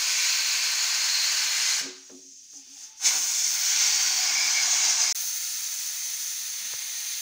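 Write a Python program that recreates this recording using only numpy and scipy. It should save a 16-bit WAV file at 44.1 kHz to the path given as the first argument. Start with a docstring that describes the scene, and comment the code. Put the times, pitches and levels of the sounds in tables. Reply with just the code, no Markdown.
"""In a kitchen, a pressure cooker vents on a stove, close to a microphone. A ladle tilts the valve weight, slips off
with knocks that ring the pot, leaves a thin leak, then lifts the weight again. At an edit cut the sound stops,
blips and fades in on the bare vent from further away. The steam is shaped noise with breathy tones, the pot is
a set of fading sines, and fingers rub and tap the microphone's case over a faint steady background."""
import sys
import numpy as np
from scipy import signal
from scipy.fft import rfft, irfft, next_fast_len
from scipy.io import wavfile
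from scipy.ndimage import uniform_filter1d, map_coordinates

SR = 44100
rng = np.random.default_rng(int(sys.argv[2]) if len(sys.argv) > 2 else 0)


def file_out(sig):
    """Save sig as 16-bit WAV at sys.argv[1]."""
    # one column per channel
    cols = np.atleast_2d(sig).T
    # limit, then scale
    lim = np.clip(cols, -1, 1)
    pcm = np.round(lim * 32767).astype(np.int16)
    wavfile.write(sys.argv[1], SR, pcm)


N = 317961  # length in samples

# The kitchen and microphone at rest. Each row: frequency in Hz, relative strength in dB per Hz.
AIR = [(12, -51), (20, -5.5), (95, -4.5), (168, -5.5), (245, 0.5), (290, -1.5), (604, -20), (1800, -31),
       (2340, -44), (3960, -120)]
# A finger slides on the case. One row: start in seconds, length in seconds, level in dB.
RUB = (6.585, .11, -72)
# A finger taps the case. One row: start in seconds, then the strengths in dB of tick, snap and bump before shaping.
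TAP = (6.7355, -45, -27, -54)
# How the pot rings. Each row: frequency in Hz, strength in dB, time to fall 60 dB in seconds, sign (+1 or -1).
POT_MODES = [(270.5, -6, .55, 1), (278.3, -8, .45, -1), (371, 0, .4, 1), (474, -8, .2, 1),
             (620, -16, .15, 1), (1125, -14, .12, 1), (1265, -14, .12, 1)]
# Ladle knocks and later swells of the ringing pot. Each row: start in seconds, ring level in dB, swell in seconds,
# extra dB for the second mode, extra dB for the upper modes, thud level in dB, time for the thud to fall 60 dB
# in seconds.
KNOCKS_AND_SWELLS = [(1.809, -33.5, 0.063, -28, 2, -48, 0.31), (1.851, -67, 0.046, 29.5, 25, -48, 0.34),
                     (2.096, -36, 0.065, -4, 2, -51.5, 0.42), (2.529, -45, 0.072, -16, -9, -62, 0.17),
                     (2.667, -50, 0.039, -18, -20, -71, .15), (2.87, -81, .02, 6, 10, -77, .15),
                     (3.036, -68, 0.017, 10, 11, -51, 0.24), (3.142, -53, 0.041, 0, 7, -56, 0.58)]
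# Breathy tones in the gap around the weight. Each row: start in seconds, length in seconds, pitch in Hz,
# width in Hz, level in dB.
WHISTLES = [(0.293, 1.43, 4223, 280, -36), (.3, 1.1, 4640, 160, -37.5), (1.09, 0.17, 4260, 350, -32.5),
            (2.545, 0.069, 810, 90, -73), (2.766, 0.046, 820, 90, -70), (2.885, 0.057, 870, 90, -66.5),
            (3.8, 0.057, 2340, 220, -43), (3.9, 0.31, 4570, 150, -34.5), (4.207, 0.085, 2250, 220, -38),
            (4.198, 0.43, 5040, 450, -34), (4.36, 0.097, 2298, 260, -32), (4.545, 0.031, 2250, 220, -30),
            (4.754, 0.054, 2220, 220, -37), (5.02, 0.056, 5040, 300, -34), (5.044, 0.021, 2180, 220, -36)]
# The jet in four states: weight tilted, weight seated, weight lifted, bare vent from afar. Each row: time in seconds,
# hiss level in dB, then rumble, roar, fizz and sizzle in dB relative to the hiss.
JET_LEVELS = [
    [(0.0, -31, -10, -5.5, -12, -19), (0.224, -28.5, -13, -5.5, -17, -18),
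     (0.482, -32, -9.5, -3, -13, -14.5), (0.962, -29.5, -10.5, -7, -15.5, -20),
     (1.51, -31, -10, -4, -14, -16), (1.724, -27.5, -12, -7.5, -14.5, -30),
     (1.79, -30.5, -10.5, -7.5, -14, -22)],
    [(2.1, -52.5, -19, -13, -18, -24), (2.16, -52.5, -35, -16, -16, -25),
     (2.352, -49.5, -48, -21, -26, -27), (2.496, -52.5, -31, -14.5, -16, -24),
     (2.57, -43, -30, -23, -23, -26), (2.636, -54.5, -26, -8.5, -14, -26),
     (2.838, -43, -21.5, -15.5, -16, -25), (2.948, -58.5, -13, -4, -14, -23),
     (3.0, -46, -30, -18, -15, -28.5)],
    [(2.98, -56, -30, -15, -14, -36), (3.0, -44.5, -11, -15, -12, -19),
     (3.06, -20.5, -21.5, -12.5, -15, -25), (3.12, -27.5, -10.5, -11, -12, -16),
     (3.21, -30, -15.5, -13, -10, -14), (3.45, -27, -23.5, -16, -14.5, -17.5),
     (3.56, -31.5, -15.5, -9, -11, -7), (3.81, -25, -18, -9, -19.5, -16.5),
     (4.06, -27.5, -14.5, -10, -17, -14), (4.38, -29, -13.5, -8, -19, -16),
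     (4.88, -25, -16, -11.5, -20.5, -21), (5.09, -26.5, -16.5, -12.5, -20, -21),
     (5.11, -27.5, -18.5, -13, -17, -21)],
    [(5.17, -32, -21.5, -13.5, -9, -14), (5.41, -32.5, -24, -13.5, -14.5, -14),
     (6.37, -34, -24, -13, -11, -25), (6.73, -36.5, -18.5, -8.5, -11, -21),
     (7.2, -34.5, -21.5, -10.5, -13, -20)],
]
# The colour of the jet in each state. Each row: frequency in Hz, relative strength in dB per Hz.
TILTED_COLOUR = [(59, -84), (100, -54), (379, -32), (671, -16), (1190, -7.5), (1320, -10), (1530, -6.5),
                 (1970, -4.5), (2340, 3), (3500, -4), (4230, 3), (6740, -2.5), (8320, -11), (11400, -19),
                 (15700, -21)]
SEATED_COLOUR = [(320, -45), (550, -28), (814, -20), (1030, -22.5), (2000, -21.5), (4260, -11.5),
                 (4830, -6), (5720, -4.5), (7260, -5.5), (7900, -16.5), (9340, -16.5), (10200, -21.5),
                 (13600, -31), (15700, -26)]
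LIFTED_COLOUR = [(59, -80), (100, -51), (248, -28.5), (567, -22), (700, -10), (942, -7.5), (1320, -10),
                 (1530, -6), (1850, -14.5), (2240, -4.5), (3010, -14.5), (6190, -7), (10100, -28),
                 (13300, -35.5), (15700, -39)]
BARE_COLOUR = [(59, -70), (100, -33), (294, -61), (334, -37.5), (459, -40.5), (700, -26.5), (2190, -19),
               (3210, -19), (4510, -5.5), (5010, -14.5), (6320, -4.5), (7980, -20), (9250, -9.5),
               (13500, -3), (15700, 3)]
# Resonances of the microphone port. Each row: frequency in Hz, width in Hz, boost in dB.
PORT = [(6440, 730, 4), (15140, 1200, 15)]
# Standing ridges between lid, ladle and tiles, one list per state. Each row: frequency in Hz, width in Hz, boost in dB.
RIDGES = [
    [(241, 170, 8), (1540, 53, 7), (4690, 20, 3), (6240, 91, 5), (6840, 69, 12)],
    [(5750, 94, 9.5), (6230, 99, 7.5), (6500, 87, 6), (6740, 58, 0)],
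    [(2380, 89, -2), (5630, 27, 7.5), (6323, 97, 8.5), (6450, 92, -5), (6910, 150, 8)],
    [(4480, 120, -5), (5630, 62, -11), (6570, 110, -13.5)],
]
# Borders in Hz between rumble, roar, edge, hiss, fizz and sizzle.
LAYER_BORDERS_HZ = [1800, 3400, 5200, 8500, 13800]
# Depth in dB of the drifting ridges in each state, before the bass is deepened.
DRIFT_DB = [1.63, 1.9, 2.22, 1.95]
# Base level in dB of the edge over the hiss in each state.
EDGE_DB = [-1.3, 0.62, 0.35, -4.9]
# Time in seconds for rumble, roar, edge, hiss, fizz and sizzle to fall 60 dB once the weight drops.
DIE_T60 = [.55, 0.45, 0.65, .38, 0.21, .26]
# Times in seconds when the weight lifts and when the bare vent takes over.
HANDOVER_TIMES = [3.0, 5.14]

AIR_DB = -78.5
CLACK_UNDER_THUD_DB, CLACK_T60 = 3, .13  # dB below the thud, seconds to fall 60 dB
SWAY_RAD, SLOSH_DB = .7, 1.2  # water moving inside the pot sways the phase and the level
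FLICKER_DB, SWELL_S, FADE_S = 1.2, 0.014, 0.066  # flicker, rise and fall of the breathy tones
SHUT_S = 1.793  # the weight drops onto its seat
HANDOVER_S = 0.026  # length of each handover
EDGE_FOLLOWS = 0.69  # dB of edge per dB of roar
CUT_S, GAP_S, BLIP_S, RETURN_S = 5.1255, .0229, .0014, .0035  # edit cut; lengths of silence, blip, fade in
BLIP_DB, RETURN_DB = -3, -22  # gain of the blip, and where the fade in starts
TOP_HZ = 15720  # middle of the upper cutoff


def amp(db):
    """Turn decibels into a plain multiplier."""
    return 10 ** (np.asarray(db) / 20)


def unit(x):
    """Scale to an average (RMS) strength of one."""
    return x / np.sqrt(np.mean(x ** 2) + 1e-20)


def along(points, hz):
    """Read a curve of (Hz, value) points, with straight lines on a log frequency axis."""
    f, values = np.transpose(points)
    return np.interp(np.log(hz + 1), np.log(f + 1), values)


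def curves(rows):
    """Give one value per sample for each column after the time."""
    times, *columns = np.transpose(rows)
    return [np.interp(np.arange(N) / SR, times, column) for column in columns]


def wobble(rate, size=N):
    """Draw a smooth random curve through rate random points a second."""
    points = rng.standard_normal(int(size * rate / SR) + 4)
    return map_coordinates(points, [np.arange(size) * rate / SR])


def filtered(x, response):
    """Multiply the spectrum of x by a response that depends on frequency."""
    m = next_fast_len(N + 8192)
    return irfft(rfft(x, m) * response(np.fft.rfftfreq(m, 1 / SR)), m)[..., :N]


def boosts(peaks, hz):
    """Add up, in dB, bell-shaped boosts given as (Hz, width, boost)."""
    return sum(db / (1 + (2 * (hz - centre) / width) ** 2) for centre, width, db in peaks)


def gate(t, length, rise, fall):
    """Rise just before time 0, hold for the length, then fall."""
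    ramp = np.minimum(1 + t / rise, 1 - (t - length) / fall)
    return np.sin(np.pi / 2 * np.clip(ramp, 0, 1)) ** 2


def patches(x, size, hz_bins, frames, depth_db):
    """Vary the gain at random over frequency and time, smoothly and more deeply in the bass."""
    f, _, z = signal.stft(x, SR, nperseg=size)
    field = uniform_filter1d(rng.standard_normal(z.shape), hz_bins, axis=0)
    field = uniform_filter1d(field, frames, axis=1)
    depth = depth_db * (1 + 1.4 / (1 + (f[:, None] / 450) ** 2))
    return signal.istft(z * amp(depth * unit(field)), nperseg=size)[1][:N]


def kitchen():
    """The room and microphone at rest give a faint steady floor of shaped noise."""
    floor = filtered(rng.standard_normal(N), lambda hz: amp(along(AIR, hz)))
    return amp(AIR_DB) * unit(floor)


def fingers():
    """Skin sliding on the case is lumpy low noise; a tap is three short bursts: tick, snap and low bump."""
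    start, length, rub_db = RUB
    rub = filtered(rng.standard_normal(N), lambda hz: np.exp(-((hz - 190) / 90) ** 2))
    rub = rub * amp(2.1 * wobble(45))
    out = amp(rub_db) * gate(np.arange(N) / SR - start, length, .025, .025) * unit(rub)

    s, tick_db, snap_db, bump_db = TAP
    t = np.arange(SR // 10) / SR
    tick = amp(tick_db) * np.exp(-((t - .003) / 0.0026) ** 2) * np.sin(2 * np.pi * 500 * t)
    snap = amp(snap_db) * np.exp(-((t - .002) / .00025) ** 2) * np.sin(2 * np.pi * 1500 * (t - .002))
    bump = amp(bump_db) * np.exp(-((t - .011) / 0.0093) ** 2) * np.sin(2 * np.pi * 110 * t)
    out[round(s * SR):][:len(t)] += tick + snap + bump
    return out


def ringing_pot():
    """Soft knocks thud and the pot rings; its lowest mode is a close pair, so it beats, and it swells again later."""
    out, t = np.zeros(N + SR), np.arange(SR // 2) / SR
    dull = signal.butter(2, [190, 560], "bandpass", fs=SR)
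    bright = signal.butter(1, [600, 1800], "bandpass", fs=SR)
    for s, ring_db, swell, second_db, upper_db, thud_db, thud_t60 in KNOCKS_AND_SWELLS:
        rise = np.sin(np.pi / 2 * np.clip(t / swell, 0, 1)) ** 2
        # the first two sines are the lowest pair, the third is the second mode
        mode_db = [0, 0, second_db] + [upper_db] * (len(POT_MODES) - 3)
        sway = SWAY_RAD * wobble(25, size=len(t))
        slosh_db = SLOSH_DB * wobble(18, size=len(t))
        ring = np.zeros(len(t))
        for (hz, db, t60, sign), extra_db in zip(POT_MODES, mode_db):
            fading = amp(db + extra_db + slosh_db - 60 * t / t60)
            ring += sign * fading * np.sin(2 * np.pi * hz * t + sway)
        thud_noise = unit(signal.lfilter(*dull, rng.standard_normal(len(t))))
        thud = amp(thud_db - 60 * t / thud_t60) * thud_noise
        clack_noise = unit(signal.lfilter(*bright, rng.standard_normal(len(t))))
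        clack = amp(thud_db - CLACK_UNDER_THUD_DB - 60 * t / CLACK_T60) * clack_noise
        out[round(s * SR):][:len(t)] += amp(ring_db) * rise * ring + thud + clack
    return out[:N]


def whistle():
    """Air in the gap around the weight sings: each tone is narrow noise that swells, flickers and fades."""
    out, t = np.zeros(N), np.arange(N) / SR
    for s, length, hz, width_hz, db in WHISTLES:
        # two slow noises carried by a cosine and a sine make a narrow band around the pitch
        slow = filtered(rng.standard_normal((2, N)), lambda f: np.exp(-(2 * f / width_hz) ** 2))
        tone = unit(slow[0] * np.cos(2 * np.pi * hz * t) + slow[1] * np.sin(2 * np.pi * hz * t))
        level = amp(db + FLICKER_DB * wobble(10))
        out += level * gate(t - s, length, SWELL_S, FADE_S) * tone
    return out


def turbulence(patchy_db, ridge_db, flutter_db):
    """Noise in quick patches flutters; echoes off lid and tiles draw fine ridges that drift slowly."""
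    eddies = patches(rng.standard_normal(N), 512, 5, 12, patchy_db)
    ridged = patches(eddies, 4096, 5, 30, ridge_db)
    return ridged * amp(flutter_db * wobble(40))


def layer_bands(hz):
    """Split the spectrum into six neighbouring bands, from rumble up to sizzle."""
    above = [1 / (1 + (border / (hz + 1)) ** 16) for border in LAYER_BORDERS_HZ]
    return np.abs(np.diff([0 * hz + 1, *above, 0 * hz], axis=0))


def jet():
    """Large eddies rumble and roar, the rim sings, small eddies hiss, fizz and sizzle; each state has its colour."""
    t, out = np.arange(N) / SR, np.zeros(N)
    dying = amp(-60 * np.maximum(t - SHUT_S, 0) / np.array(DIE_T60)[:, None])
    lifted, bare = [np.clip((t - s) / HANDOVER_S + .5, 0, 1) for s in HANDOVER_TIMES]
    # the leak comes in as the tilted hiss (layer 3) dies
    seated = np.sqrt((1 - dying[3] ** 2) * (1 - lifted))
    state_gains = [dying, seated, np.sqrt(lifted - bare), np.sqrt(bare)]
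    colours = [TILTED_COLOUR, SEATED_COLOUR, LIFTED_COLOUR, BARE_COLOUR]
    for k, (rows, colour) in enumerate(zip(JET_LEVELS, colours)):
        air = turbulence(patchy_db=0.4, ridge_db=DRIFT_DB[k], flutter_db=0.49)

        def response(hz):
            colour_db = along(colour, hz) + boosts(PORT + RIDGES[k], hz)
            return amp(colour_db) * np.sqrt(layer_bands(hz))

        layers = [unit(layer) for layer in filtered(air, response)]
        hiss_db, rumble_db, roar_db, fizz_db, sizzle_db = curves(rows)
        edge_db = EDGE_DB[k] + EDGE_FOLLOWS * roar_db
        over_hiss_db = [rumble_db, roar_db, edge_db, 0 * t, fizz_db, sizzle_db]
        out += np.sum(state_gains[k] * amp(hiss_db + over_hiss_db) * layers, axis=0)
    return out


def scene():
    """Add all the sources; one microphone feeds both channels."""
    mono = kitchen() + fingers() + ringing_pot() + whistle() + jet()
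    return np.tile(mono, (2, 1))


def record(dry):
    """At an edit cut the sound stops, blips and fades in; nothing passes above the band limit."""
    t = np.arange(N) / SR - CUT_S - GAP_S  # time 0 is the end of the silence
    fade_db = RETURN_DB * np.clip(1 - (t - BLIP_S) / RETURN_S, 0, 1)
    after = amp(np.where(t < BLIP_S, BLIP_DB, fade_db))
    cut_gain = (t < -GAP_S) + (t > 0) * after

    def band_limit(hz):
        return np.sin(np.pi / 2 * np.clip((TOP_HZ + 60 - hz) / 120, 0, 1)) ** 2

    return filtered(dry * cut_gain, band_limit)


dry = scene()
out = record(dry)
file_out(out)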